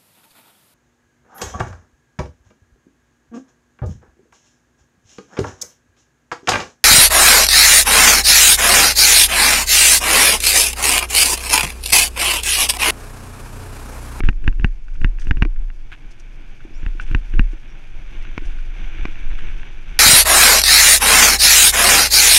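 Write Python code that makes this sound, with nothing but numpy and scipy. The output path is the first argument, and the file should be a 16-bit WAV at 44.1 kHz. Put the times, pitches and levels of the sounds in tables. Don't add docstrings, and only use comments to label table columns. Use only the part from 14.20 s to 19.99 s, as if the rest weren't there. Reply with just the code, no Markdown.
import sys
import numpy as np
from scipy import signal
from scipy.fft import rfft, irfft, next_fast_len
from scipy.io import wavfile
from scipy.ndimage import uniform_filter1d, minimum_filter1d, map_coordinates

SR = 44100
rng = np.random.default_rng(int(sys.argv[2]) if len(sys.argv) > 2 else 0)


def transcribe(signal):
    frames = np.atleast_2d(signal).T
    limited = np.clip(frames, -1, 1)
    pcm = np.round(limited * 32767).astype(np.int16)
    wavfile.write(sys.argv[1], SR, pcm)


N = 255339

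# time in seconds, strength in dB, the tap's lead in seconds, the tap's strength in dB.
JOLTS = [(0.0882, -5, .052, -21.5), (0.2782, -8, .036, -31.5), (0.4453, -4, .048, -28),
         (0.8456, -5, .030, -27), (1.1104, -8, .040, -27), (1.2229, -4.5, .052, -26.5),
         (2.6637, -21, .033, -33), (2.9484, -8, .035, -26), (3.1944, -2, .056, -27.5)]
# frequency in Hz, relative level in dB.
COARSE_TONE = [(800, -15.5), (1200, -11.5), (1600, -1.5), (2000, -7.5), (2600, -4.5), (3500, -12.5),
               (4500, -27)]


def amp(db):
    return 10 ** (np.asarray(db) / 20)


def unit(x):
    return x / np.sqrt(np.mean(x ** 2) + 1e-20)


def along(points, hz):
    freqs, values = np.transpose(points)
    return np.interp(np.log(hz + 1), np.log(freqs + 1), values)


def curve(points):
    return np.interp(np.arange(N) / SR, *np.transpose(points))


def wobble(rate):
    knots = rng.standard_normal(int(N * rate / SR) + 4)
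    return map_coordinates(knots, [np.arange(N) * rate / SR])


def filtered(x, response):
    size = next_fast_len(N + SR // 2)
    return irfft(rfft(x, size) * response(np.fft.rfftfreq(size, 1 / SR)), size)[:N]


def coloured(x, spectrum):
    lo, hi = spectrum[0][0], spectrum[-1][0]
    skirts = lambda hz: np.minimum(hz / lo, 1) ** 2 / np.maximum(hz / hi, 1) ** 2
    return unit(filtered(x, lambda hz: amp(along(spectrum, hz)) * skirts(hz)))


def dull(x, cut_hz):
    return signal.sosfilt(signal.butter(4, cut_hz, fs=SR, output="sos"), x)


def struck(spectrum, size=2048):
    cepstrum = irfft(np.log(amp(along(spectrum, np.fft.rfftfreq(size, 1 / SR)))))
    cepstrum[1:size // 2] *= 2
    cepstrum[size // 2:] = 0
    response = irfft(np.exp(rfft(cepstrum)))
    return response / np.abs(response).max()


def fade(t, t60):
    return np.exp(-np.log(1000) * t / t60)


def attack(t, rise_s):
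    return 1 - np.exp(-t / rise_s)


def ring(modes, t):
    return sum(amp(db + rng.normal(0, 1)) * fade(t, t60) * np.sin(2 * np.pi * hz * t)
               for hz, db, t60 in modes)


def add(track, s, sound):
    start = max(round(s * SR), 0)
    track[start:start + len(sound)] += sound[:max(N - start, 0)]


def crunch(rate, spread_db):
    contacts = (rng.random(N) < rate / SR) * rng.standard_normal(N)
    return unit(contacts * amp(spread_db * rng.standard_normal(N)))


def shake():
    t = np.arange(N) / SR
    rise_s, fall_s = 0.057, 0.037
    return sum(amp(0.28 * db) * np.exp(-np.maximum((s - t) / rise_s, (t - s) / fall_s))
               for s, db, *_ in JOLTS)


def wind():
    # time in seconds, level in dB.
    head_wind = [(0.0, -19.5), (0.6, -27), (1.45, -21.5), (1.8, -33), (2.25, -31), (2.8, -24), (3.3, -26),
                 (3.75, -30.5), (4.1, -20), (4.55, -22), (5.25, -18), (5.45, -24), (5.79, -28)]
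    # frequency in Hz, relative level in dB.
    rumble_tone = [(12, 5.5), (22, 4.5), (32, 0.5), (42, -22.5), (55, -22), (80, -28), (140, -59.5),
                   (300, -70)]
    waves = signal.hilbert(coloured(rng.standard_normal(N), rumble_tone))
    swell = np.sqrt(np.abs(uniform_filter1d(np.abs(waves) ** 2, size=1800)) + 0.63)
    gusts = amp(curve(head_wind) + 3 * wobble(rate=16))
    level = np.hypot(gusts, amp(-11) * shake())
    return level * unit(waves.real / swell)


def tyres():
    # time in seconds, relative level in dB.
    gravel = [(0.0, -63), (1.0, -61), (1.35, -63), (1.9, -58), (2.45, -57), (2.75, -53.5), (3.7, -55.5),
              (4.05, -49.5), (4.5, -51.5), (4.82, -45), (5.08, -49), (5.25, -46.5), (5.55, -51),
              (5.79, -47.5)]
    # frequency in Hz, relative level in dB.
    hum_tone = [(45, -44.5), (80, -3.5), (120, 0.5), (170, -6.5), (250, -10), (330, -7), (430, -17),
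                (540, -18.5), (800, -17.5)]
    hiss_tone = [(300, -14.5), (550, -19.5), (900, -12.5), (1200, -10.5), (1530, -0.5), (2000, -6.5),
                 (2270, 2), (2800, -4.5), (3100, -7.5), (3500, -8), (4000, -19.5), (5200, -35),
                 (6000, -15.5), (8000, -53.5)]
    grit_tone = [(2500, -38), (4000, -5), (4600, -1), (5200, -2.5), (6000, -3), (6600, -4), (7400, -11),
                 (8200, -11.5), (9300, -12.5), (11000, -16.5), (13000, -21), (15500, -23.5)]
    gravel_db, rough = curve(gravel), shake()
    pace_db = gravel_db + 56
    load = wobble(rate=22)
    hum = amp(-50 + 0.52 * pace_db + 1.83 * load) * coloured(rng.standard_normal(N), hum_tone)
    judder = amp(-31) * rough ** 1.58 * dull(coloured(rng.standard_normal(N), hum_tone), cut_hz=460)
    hiss = amp(gravel_db + 3 + load) * coloured(crunch(rate=5000, spread_db=-0.5), hiss_tone)
    ticks = amp(gravel_db - 16.5) * coloured(crunch(rate=60, spread_db=1), COARSE_TONE)
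    crushing = np.hypot(amp(-67 + 0.35 * pace_db), amp(-64.5) * rough) * amp(1.3 * wobble(rate=33))
    grit = crushing * coloured(crunch(rate=6200, spread_db=-1), grit_tone)
    return hum + judder + hiss + ticks + grit


def knocks():
    # start in seconds, level in dB.
    hits = [(0.005, -9.5), (0.094, -15.5), (0.129, -32), (1.229, -10), (1.2512, -14), (4.179, -8.5),
            (4.8541, -9)]
    # frequency in Hz, relative level in dB.
    hollow_tone = [(60, 17.5), (180, 6), (320, 10), (430, 10), (570, -8), (780, -1), (1500, -1),
                   (1850, -5.5), (2300, 4.5), (2850, -8), (3400, -17), (4500, -22.5), (6000, -24.5),
                   (8000, -46), (13000, -87)]
    contacts = np.zeros(N)
    for s, db in hits:
        add(contacts, s, amp([db]))
        bounce_s = 0.0023 * amp(rng.normal(0, 0.5))
        add(contacts, s + bounce_s, -0.55 * amp([db]))
    return signal.fftconvolve(contacts, struck(hollow_tone))[:N]


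def sprays():
    # start in seconds, fine level in dB, coarse level in dB, decay in seconds.
    squirts = [(0.039, -62, -44.5, 0.05), (0.736, -64, -53, 0.038), (0.994, -50, -48, 0.059),
               (1.716, -68, -39.5, 0.034), (1.907, -54, -63, 0.016), (1.997, -52, -70, 0.012),
               (2.806, -53, -47.5, 0.032), (2.864, -65, -50, 0.088), (3.096, -59, -61, 0.019),
               (3.312, -59.5, -48, 0.029), (4.023, -55, -47, 0.016), (4.247, -54, -52, 0.031),
               (5.18, -75, -38.5, 0.026)]
    # frequency in Hz, relative level in dB.
    fine_tone = [(1000, -5), (2500, -9), (4000, 6.5), (6000, 14.5), (7500, 3), (9500, 2.5), (11500, -12.5),
                 (15000, -31.5)]
    fine, coarse = np.zeros((2, N))
    t = np.arange(SR // 4) / SR
    kicked_up = [(s - lead_s, -68.5, -51.5, 0.03) for s, _, lead_s, _ in JOLTS]
    for s, fine_db, coarse_db, decay_s in list(squirts) + kicked_up:
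        burst = attack(t, 0.00068) * np.exp(-(t / decay_s) ** 2)
        add(fine, s, amp(fine_db) * burst)
        add(coarse, s, amp(coarse_db) * burst)
    fizz = coloured(crunch(rate=3000, spread_db=4), fine_tone)
    grind = coloured(crunch(rate=1200, spread_db=3), COARSE_TONE)
    return fine * fizz + coarse * grind


def jolts():
    # start in seconds, strength in dB.
    taps = [(0.327, -35), (0.9867, -31), (1.362, -36.5), (1.502, -31.5), (1.72, -32.5), (1.731, -29),
            (4.7474, -32), (4.785, -29.5), (4.957, -29), (5.114, -28.5), (5.432, -28.5)]
    # frequency in Hz, relative level in dB.
    clack_tone = [(200, -47), (540, -22.5), (700, -1), (950, 0.5), (1200, -6.5), (1600, 4.5), (2050, 1),
                  (2750, 3.5), (3250, -20), (3600, -10.5), (4200, -26.5), (6200, -30), (8000, -49.5),
                  (13000, -57)]
    # pitch in Hz, relative level in dB, seconds to fall 60 dB.
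    housing_modes = [(1566, -30, 0.047), (1860, -36.5, 0.11)]
    mount_modes = [(83.5, -23, 0.051), (210.7, -10.5, 0.046), (275, -19, 0.073), (327, -24, 0.068)]
    hard_thump_db, lead_thump_db, lone_thump_db = -1.5, 6, -13
    blows = [(s, db, hard_thump_db) for s, db, *_ in JOLTS]
    blows += [(s - lead_s, db, lead_thump_db) for s, _, lead_s, db in JOLTS]
    blows += [(s, db, lone_thump_db) for s, db in taps]
    clacks, thumps = np.zeros((2, N))
    t = np.arange(SR // 4) / SR
    housing = struck(clack_tone)
    sway = 0.98 * np.cos(2 * np.pi * 32 * t) * fade(t, 0.36)
    for s, db, thump_db in blows:
        contact = 0.065 * attack(t, 0.001) * fade(t, 0.017) * rng.standard_normal(len(t))
        contact[0] = 1
        rebound_s = 0.00066 * amp(rng.normal(0, 0.5))
        add(contact, rebound_s, np.array([0.5]))
        clack = signal.fftconvolve(contact, housing)[:len(t)] + ring(housing_modes, t)
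        add(clacks, s, amp(db + 1.5) * clack)
        push_s = np.interp(db, [-8, 0], [0.00623, 0.0025])
        push = 1.08 * np.sin(np.pi * np.minimum(t / push_s, 1))
        add(thumps, s, amp(db + thump_db) * (push + ring(mount_modes, t) + sway))
    return clacks + dull(thumps, cut_hz=374)


def swings():
    swing_s = 0.0445
    track, progress = np.zeros(N), np.linspace(0, 1, int(swing_s * SR))
    swing = -np.sin(2 * np.pi * progress) * np.sin(np.pi * progress)
    for s, db, *_ in JOLTS:
        add(track, s - swing_s, amp(db - 5) * swing)
    return track


def clanks():
    # start in seconds, strength in dB.
    hits = [(0.683, -42.5), (0.755, -45.5), (2.405, -42), (2.7983, -23.5), (4.051, -35), (4.309, -44),
            (4.387, -38.5)]
    # pitch in Hz, relative level in dB, seconds to fall 60 dB.
    metal_modes = [(1490, 5, 0.023), (1590, -13, 0.021), (2370, -8.5, 0.045), (2650, -1, 0.021)]
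    track, t = np.zeros(N), np.arange(SR // 8) / SR
    for s, db in hits:
        add(track, s, amp(db) * attack(t, 0.00027) * ring(metal_modes, t))
    return track


def bumps():
    # start in seconds, strength in dB.
    hits = [(1.255, -21.5), (2.45, -33), (2.506, -37.5), (2.75, -36.5), (3.149, -32), (3.332, -33),
            (4.22, -33), (4.745, -40), (4.791, -34), (4.883, -33.5)]
    # pitch in Hz, relative level in dB, seconds to fall 60 dB.
    frame_modes = [(262, 2.5, 0.029), (317, 7, 0.045), (370, -18, 0.017)]
    track, t = np.zeros(N), np.arange(SR // 6) / SR
    for s, db in hits:
        add(track, s, amp(db) * attack(t, 0.0027) * ring(frame_modes, t))
    return track


def chirps():
    # start and length in seconds, first and last pitch in Hz, level in dB.
    calls = [(2.533, 0.059, 4900, 5900, -55), (2.537, 0.088, 6900, 7200, -65), (3.48, .06, 5360, 5700, -60)]
    track = np.zeros(N)
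    for s, length_s, start_hz, end_hz, db in calls:
        progress = np.linspace(0, 1, int(length_s * SR))
        glide_hz = start_hz + (end_hz - start_hz) * np.sin(np.pi * progress / 2)
        rasp = 1 + 0.035 * wobble(rate=1200)[:len(progress)]
        envelope = np.abs(np.sin(np.pi * progress)) ** 0.5
        add(track, s, amp(db) * envelope * np.sin(2 * np.pi * np.cumsum(glide_hz * rasp) / SR))
    return track


def scene():
    ride = wind() + tyres() + knocks() + sprays() + jolts() + swings() + clanks() + bumps()
    return (ride + chirps())[None]


def record(dry):
    ceiling, top_hz = 0.94, 15200
    needed_gain = np.minimum(1, ceiling / (np.abs(dry[0]) + 1e-9))
    gain = uniform_filter1d(minimum_filter1d(needed_gain, size=400), size=300)
    return filtered(dry[0] * gain, lambda hz: hz < top_hz)[None]


dry = scene()
out = record(dry)
transcribe(out)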